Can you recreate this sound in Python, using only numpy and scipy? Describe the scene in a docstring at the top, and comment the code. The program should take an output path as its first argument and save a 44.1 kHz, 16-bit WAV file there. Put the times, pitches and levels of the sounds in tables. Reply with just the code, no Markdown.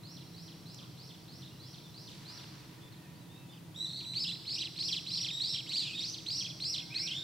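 """Birds squeal in a forest around a perched kingfisher: one far off, then several near the microphone.
Each squeal flicks up, climbs to a crest and plunges, sung by the syrinx and coloured by throat and beak.
The near birds overlap and also whine, swoop and wail; soft far whistles fill the pause before them.
A hard echo and the trees throw every call back.
Underneath lie a rustle of leaves, the low hum of a distant engine and faint hiss."""
import sys
import numpy as np
from scipy import signal
from scipy.fft import rfft, irfft, next_fast_len
from scipy.io import wavfile
from scipy.ndimage import uniform_filter1d

SR = 44100
rng = np.random.default_rng(int(sys.argv[2]) if len(sys.argv) > 2 else 0)


def waveform_to_disk(signal):
    """Save audio, clipped to [-1, 1], as 16-bit WAV at the path in sys.argv[1]."""
    frames = np.transpose(np.atleast_2d(signal))
    scaled = np.clip(frames, -1, 1) * 32767
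    samples = np.round(scaled).astype(np.int16)
    wavfile.write(sys.argv[1], SR, samples)


N = 318843
TIME = np.arange(N) / SR

# Squeals, far then near. Call levels are taken ahead of the throat and the forest. Each row: start in
# seconds, seconds to the foot of the plunge, crest in Hz, level in dB, accent of the plunge in dB.
SQUEALS = [ (.026, .15, 5860, -58, 3.5), (.335, 0.15, 5880, -59.5, 4.5), (0.653, 0.14, 5880, -58.5, 4.5),
           (.972, 0.13, 5890, -58.5, 5), (1.278, .15, 6020, -60, 4), (1.589, 0.16, 5910, -59, 4.5),
           (1.935, .148, 6030, -57.5, 5), (2.248, .14, 5810, -54.5, 3.5), (4.49, 0.13, 6030, -44, 5),
           (4.758, 0.13, 5890, -44, 6.5), (4.785, 0.15, 5804, -40, 4), (5.062, .118, 5630, -43, 3.5),
           (5.11, .14, 5700, -41, 6), (5.4, .152, 5560, -41, 3), (6.019, 0.13, 6250, -41.5, -5),
           (6.26, 0.15, 5800, -40.5, 1), (6.325, 0.14, 6240, -43.5, -0.5), (6.599, 0.15, 5790, -39.5, 2.5),
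           (6.617, 0.15, 5515, -50, 5), (6.939, 0.14, 5710, -40, 2.5)]
# Near swoops. Each row: start in seconds, seconds to the dip, dip pitch in Hz, level in dB.
SWOOPS = [(4.136, .119, 2690, -41), (4.449, .12, 2380, -43.5)]
# Near whines. Each row: start in seconds, length in seconds, pitch in Hz, level in dB.
WHINES = [(3.744, 0.27, 3992, -44), (4.019, 0.15, 4030, -47.5), (5.286, 0.26, 3890, -42.5),
          (5.932, 0.077, 3780, -42.5), (6.897, 0.066, 2553, -46)]
# Near wails. Each row: start in seconds, length in seconds, top pitch in Hz, level in dB.
WAILS = [(5.661, .21, 4520, -42), (5.713, .2, 4797, -37.5)]
# Near cries that rise and fade, one curve each. Each point: time in seconds, pitch in Hz, level in dB.
RISING_CRIES = [
    [(5.975, 2404, -50), (6.001, 4100, -39.5), (6.016, 5600, -40), (6.04, 6200, -52), (6.11, 6420, -43)],
    [(6.945, 1826, -58), (7.0, 2220, -50), (7.06, 2450, -48.5), (7.12, 3180, -39), (7.165, 3620, -40),
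     (7.23, 3750, -55)],
]
# Far whistles. Each row: start and length in seconds, pitch in Hz, glide in octaves, level in dB.
WHISTLES = [(1.42, 0.038, 3590, 0.22, -57), (1.506, 0.034, 2880, .1, -61), (1.618, .083, 3400, -.15, -65),
            (1.835, 0.045, 3550, -.12, -58), (2.808, .07, 3570, .05, -63.5),
            (2.923, 0.028, 3800, -0.49, -61), (3.031, 0.072, 2490, -.28, -68),
            (3.142, 0.043, 4660, 0.19, -67), (3.19, 0.052, 3920, -0.16, -72),
            (3.289, .094, 3730, .15, -63.5), (3.36, 0.1, 2650, -0.058, -65),
            (3.49, 0.028, 3550, 0.045, -59), (3.522, .022, 4800, -.1, -65),
            (3.524, .024, 3090, -0.56, -56.5)]
# Partials in dB, one for each multiple of the sung pitch; the syrinx vibrates an octave below it.
PARTIALS_DB = [-24, -1, -14.5, -10.5, -15, -12]
MULTIPLES = np.arange(1, 7) / 2
# Colour of throat and beak. Each row: frequency in Hz, gain in dB.
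THROAT = [(1500, -10), (2000, -6), (2600, 0), (3300, -1), (4000, 4), (5600, -2.5), (6500, -12), (7800, -7),
          (8600, -15.5), (9500, -25.5), (11500, -30.5), (16000, -43)]
# Ring of the forest; the beak beams the overtones past the microphone into the trees.
# Each row: frequency in Hz, base time to fall 60 dB in seconds, gain of the scatter in dB.
FOREST_RING = [(1000, 1.8, 15.5), (2620, 1.27, -4), (4300, 1.21, 3.5), (5570, 1.22, 3.5), (8300, 1.7, 4),
               (14900, 0.46, 17.5)]
# Leaves and twigs. Each row: start, rise and decay in seconds, centre in Hz, width in octaves, level in dB.
RUSTLES = [(0.744, .001, .004, 4500, 0.71, -52), (0.809, 0.014, 0.049, 1140, 0.28, -61.5),
           (2.08, 0.0081, 0.14, 3440, 0.84, -55.5), (2.08, 0.25, 0.54, 1470, 1.3, -57.5)]
# Hum of the distant engine. Each row: frequency in Hz, relative spectral density in dB.
HUM_SPECTRUM = [(15, -60), (25, -21), (59, -20.5), (111, -2.5), (129, 0.5), (171, -0.5), (220, -9.5),
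                (258, -10), (321, -7), (337, -9.5), (366, -19), (450, -19.5), (580, -54), (990, -120)]
# Wavering tones in the hum. Each row: frequency in Hz, width in Hz, level in dB.
ENGINE_TONES = [(130, 24, -61), (169.6, 4.2, -61), (329.2, 16.5, -67.5), (959, 9.2, -76.5)]
# Faint far tones. Each row: start and end in seconds, frequency and width in Hz, level at the top in dB.
FAR_TONES = [(1.6, 3.6, 980, 28, -70), (2.6, 3.494, 1840, 79, -72), (5.62, 7.79, 765, 3.3, -73.5),
             (5.914, 7.8, 597, 46, -73.5), (6.49, 7.606, 2134, 37, -62.5), (6.704, 7.595, 1552, 60, -68.5)]
# Hiss of the forest air. Each row: frequency in Hz, relative spectral density in dB.
AIR_SPECTRUM = [(240, -22), (400, -3), (784, -6.5), (987, -7.5), (1740, -13), (1990, -10.5), (2250, -14),
                (2510, -11.5), (2970, -12.5), (3620, -12), (7320, -19.5), (15500, -20)]
# Width of the background at the microphone. 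Each row: frequency in Hz, left-right likeness from 0 to 1.
STEREO_LIKENESS = [(25, .65), (70, 1), (140, 0.9), (280, 0.89), (600, 0.52), (1400, 0.37), (3100, 0.57),
                   (7000, 0.25), (15000, 0.034)]
# Balance of the background. Each row: frequency in Hz, left over right in dB.
STEREO_LEAN = [(60, -1.0), (110, 0.077), (200, -1), (380, -0.9), (700, -1.4), (1290, -0.98), (2380, -0.87),
               (4400, 1), (8120, 0.37), (15000, 0.5)]

LOW_HZ, KNEE_HZ = 1992, 3956  # squeals and swoops open with a flick between these pitches
DROP_S = .017  # closing drop of a swoop or whine


def squeal(start, length, crest_hz, db, accent_db, clear=0.0084, cracked=0.0602):
    """A bird climbs to the crest, cracks on the way down, plunges hard, catches once and falls away."""
    turn_s, plunge_s, fall_s = .035, .011, .024
    foot_hz, catch_hz = 3020, 3512
    foot, loud = start + length, db + accent_db
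    rise = climb(start, foot - turn_s, crest_hz, db, flick_s=.0065)
    turn = [(foot - turn_s * .8, crest_hz * .96, db - 4),
            (foot - plunge_s * 1.2, crest_hz * .78, (db + loud) / 2 - 4)]
    plunge = [(foot - plunge_s / 2, (crest_hz + 2 * foot_hz) / 3, loud),
              (foot, foot_hz, loud),
              (foot + fall_s / 4, catch_hz, loud),
              (foot + fall_s * .6, 2650, loud - 4),
              (foot + fall_s, LOW_HZ, loud - 18)]
    hoarse = [clear] * len(rise) + [cracked] * len(turn) + [2 * clear] * len(plunge)
    return voice(rise + turn + plunge, hoarse, wobble=0.01185)


def climb(start, crest, crest_hz, db, flick_s, flick_db=-8, swell_db=2.5, rounding=.7):
    """Curve of a quick flick to the knee and a swelling climb that levels off at the crest."""
    u = np.linspace(0, 1, 9)
    times = start + flick_s + u * (crest - start - flick_s)
    pitch = KNEE_HZ + (crest_hz - KNEE_HZ) * (u + rounding * u ** 2 * (1 - u))
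    return [(start, LOW_HZ, db + flick_db), *zip(times, pitch, db + swell_db * (u - .5))]


def swoop(start, length, dip_hz, db, crest_hz=5230, rebound_hz=4094, accent_db=1.5):
    """A near bird climbs, sinks through a round dip, rebounds and drops away."""
    sink_s, rebound_s = .042, .048
    dip, u = start + length, np.linspace(0, 1, 9)[1:]
    ease = np.sin(np.pi * u / 2) ** 2
    rise = climb(start, dip - sink_s, crest_hz, db, flick_s=.016)
    sink = zip(dip - sink_s * (1 - u), crest_hz + (dip_hz - crest_hz) * ease ** 2.1, db + accent_db * u)
    rebound = zip(dip + rebound_s * u, dip_hz + (rebound_hz - dip_hz) * ease ** .7,
                  db + accent_db * (1 - u))
    drop = (dip + rebound_s + DROP_S, LOW_HZ, db - 8)
    return voice([*rise, *sink, *rebound, drop], hoarse=0.0218, wobble=0.0093)


def whine(start, length, hz, db, pure_s=.116, creep_hz_per_s=1100, clear=0.0059):
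    """A near bird scoops up to a note that creeps sharp and drops; long ones break into a weaker rasp."""
    t = np.linspace(0, length - DROP_S, 80)
    scoop = np.exp(-t / .012)
    rasp = np.clip((t - pure_s) / 0.011, 0, 1)
    break_dip = 0.0993 * np.exp(-((t - pure_s) / 0.00603) ** 2)
    pitch = hz * (1 - 0.18 * scoop - break_dip) + creep_hz_per_s * (t - length / 2)
    held = zip(start + t, pitch, db - 10 * scoop - 3.5 * rasp)
    drop = (start + length, hz * .58, db - 7)
    return voice([*held, drop], hoarse=[*(clear + 0.0507 * rasp), clear], wobble=.007, bright_db=0.8)


def wail(start, length, top_hz, db, leap_s=.057, sink_s=.088, fade_db=-9):
    """A hoarse near bird leaps to the top and sinks slowly; the level follows the pitch."""
    t = np.linspace(0, length, 30)
    leap = np.sin(np.pi / 2 * np.minimum(t / leap_s, 1))
    effort = leap * np.exp(-(np.maximum(t - leap_s, 0) / sink_s) ** 1.2)
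    curve = [start + t, LOW_HZ + (top_hz - LOW_HZ) * effort, db + fade_db * (1 - effort)]
    return voice(np.transpose(curve), hoarse=0.0258, wobble=0.0082, pure_db=4, bright_db=2.5)


def whistle(start, length, hz, glide, db, arch=0.041, ends_db=-4):
    """A short far glide, slightly arched and softer at both ends."""
    u = np.linspace(-1, 1, 7)
    curve = [start + length * (u + 1) / 2, hz * 2 ** (glide * u / 2 - arch * u ** 2), db + ends_db * abs(u)]
    return voice(np.transpose(curve), hoarse=0.0034, wobble=0.011)


def voice(curve, hoarse, wobble, shimmer_db=2.5, pure_db=15, bright_db=0):
    """A syrinx follows points of (seconds, Hz, dB) through the throat; gives start time and sound."""
    times, hz, db = np.transpose(curve)
    times = np.sort(times)
    t = np.arange(times[0], times[-1] + 0.0025, 1 / SR)
    pitch = uniform_filter1d(np.interp(t, times, hz), size=110, mode="nearest")
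    slack = np.interp(pitch, [4200, 5900], [1, .3])  # the taut syrinx is steadiest at the top
    # hoarseness is fast pitch jitter: one depth for the call, or one for each point
    jitter = np.interp(t, times, hoarse * np.ones(len(times))) * wander(len(t), hz=450)
    pitch *= 1 + slack * (jitter + wobble * wander(len(t), hz=90))
    phase = 2 * np.pi * np.cumsum(pitch) / SR
    purity_db = np.interp(pitch, [2600, 3800], [pure_db, 0]) - bright_db  # low notes are purer
    tone = np.zeros(len(t))
    for k, partial_db in zip(MULTIPLES, PARTIALS_DB):
        gain = amp(partial_db + lookup(THROAT, k * pitch) - (k != 1) * purity_db)
        tone += gain * (k * pitch < SR / 2) * np.sin(k * phase)
    edges = np.clip(np.minimum(t - t[0], t[-1] - t) / 0.00027, 0, 1)
    level = amp(np.interp(t, times, db) + shimmer_db * wander(len(t), hz=140))
    return times[0], np.sqrt(2) * tone * edges * level


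def birds(far_until_s=3, right_db=1.4):
    """The far squeals linger among the trees; the near birds reach the microphone more directly."""
    far, near, soft = np.zeros((3, N))
    for row in SQUEALS:
        add(far if row[0] < far_until_s else near, *squeal(*row))
    for call, table in (swoop, SWOOPS), (whine, WHINES), (wail, WAILS):
        for row in table:
            add(near, *call(*row))
    for row in WHISTLES:
        add(soft, *whistle(*row))
    for curve in RISING_CRIES:
        add(near, *voice(curve, hoarse=0.015, wobble=0.0091))
    calls = (forest(far, echo_db=-1.5, tail_db=-.5, trunks_db=-5, linger=1.33)
             + forest(soft, echo_db=-3, tail_db=-8.5, trunks_db=-5, linger=0.76)
             + forest(near, echo_db=0.0, tail_db=-7.0, trunks_db=-2.5, linger=1.08))
    return calls * amp(np.array([[-right_db / 2], [right_db / 2]]) - 2.5)


def forest(calls, echo_db, tail_db, trunks_db, linger, echo_s=.0405, trunks_t60_s=0.13):
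    """Direct sound, one hard echo, quick scatter from nearby trunks and a long tail from the trees."""
    t = np.arange(SR) / SR
    trunk_taps, tail_taps = rng.standard_normal((2, 2, SR)) * (rng.random((2, 2, SR)) < 2500 / SR)
    trunks = unit(trunk_taps * amp(-60 * t / trunks_t60_s) * (t > .002))
    band_hz, age, bands = signal.stft(tail_taps * np.minimum(t / 0.013, 1), SR, nperseg=256)
    decay = amp(-60 * age / (linger * lookup(FOREST_RING, band_hz)[:, None]))
    tail = unit(signal.istft(bands * decay, SR, nperseg=256)[1][:, :SR])
    hz = np.fft.rfftfreq(SR, 1 / SR)
    colour = amp(lookup(FOREST_RING, hz, column=2))
    scatter = rfft(amp(tail_db) * tail + amp(trunks_db) * trunks) * colour / np.sqrt(SR)
    scatter[1] *= amp(-8 + 5 * np.log2((hz + 1) / 4000))  # left and right differ more in the treble
    mid, side = irfft(scatter)
    mid[0] += 1  # direct path
    mid[round(echo_s * SR)] += amp(echo_db)
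    return signal.fftconvolve(calls[None], np.array([mid + side, mid - side]), axes=1)[:, :N]


def leaves(grain_db=2.0):
    """Leaves and twigs stir: soft bursts of grainy noise that swell and die away."""
    rustle = np.zeros((2, N))
    for start, rise, decay, hz, octaves, db in RUSTLES:
        age = TIME - start
        swell = np.clip(age / rise, 0, 1) * np.exp(-np.maximum(age - rise, 0) / decay)
        rustle += amp(db) * swell * noise(lambda f: np.exp(-(np.log2((f + 1) / hz) / octaves) ** 2 / 2))
    return rustle * amp(grain_db * wander(N, hz=90))


def engine(hum_db=-52.5):
    """An engine a long way off: a low hum of noise with wavering tones in it."""
    hum = amp(hum_db) * noise(lambda f: amp(lookup(HUM_SPECTRUM, f)))
    return hum + sum(amp(db) * waver(hz, width) for hz, width, db in ENGINE_TONES)


def far_tones():
    """Faint tones swell and fade in the distance."""
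    return sum(amp(db) * waver(hz, width) * np.sin(np.pi * np.clip((TIME - start) / (end - start), 0, 1))
               for start, end, hz, width, db in FAR_TONES)


def air(db=-59):
    """An even hiss all round the microphone."""
    return amp(db) * noise(lambda f: amp(lookup(AIR_SPECTRUM, f)))


def waver(hz, width):
    """A tone of unsteady pitch and level: one narrow resonance fed by noise."""
    return noise(lambda f: 1 / (1 + (2 * (f - hz) / width) ** 2))


def noise(shape):
    """Stereo noise of rms 1 with the spectrum shape(Hz), as alike left and right as the forest air."""
    hz = np.fft.rfftfreq(next_fast_len(N), 1 / SR)
    shared, apart = rng.standard_normal((2, len(hz))) + 1j * rng.standard_normal((2, len(hz)))
    likeness = np.clip(lookup(STEREO_LIKENESS, hz), 0, 1)
    left = shared * amp(lookup(STEREO_LEAN, hz))
    right = likeness * shared + np.sqrt(1 - likeness ** 2) * apart
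    return unit(irfft(np.array([left, right]) * shape(hz))[:, :N])


def wander(size, hz):
    """Random drift of rms about 1, rolling off above hz."""
    f = np.fft.rfftfreq(size + 4096, 1 / SR)
    return unit(irfft(rfft(rng.standard_normal(size + 4096)) * np.exp(-(f / hz) ** 2)))[:size]


def lookup(table, hz, column=1):
    """One column of a table, interpolated on a log-frequency axis."""
    columns = np.transpose(table)
    return np.interp(np.log(hz + 1), np.log(columns[0] + 1), columns[column])


def amp(db):
    return 10 ** (np.asarray(db) / 20)


def unit(x):
    return x / np.sqrt(np.mean(x ** 2) + 1e-20)


def add(mix, start, sound):
    part = mix[max(round(start * SR), 0):][:len(sound)]
    part += sound[:len(part)]


def scene():
    """The forest as it reaches the microphone, birds in front."""
    return birds() + leaves() + engine() + far_tones() + air()


def record(dry, edge_hz=15850):
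    """The recorder's band limit cuts the highest treble."""
    lowpass = signal.firwin(511, edge_hz, window=("kaiser", 9), fs=SR)
    return signal.oaconvolve(dry, lowpass[None], "same")


dry = scene()
out = record(dry)
waveform_to_disk(out)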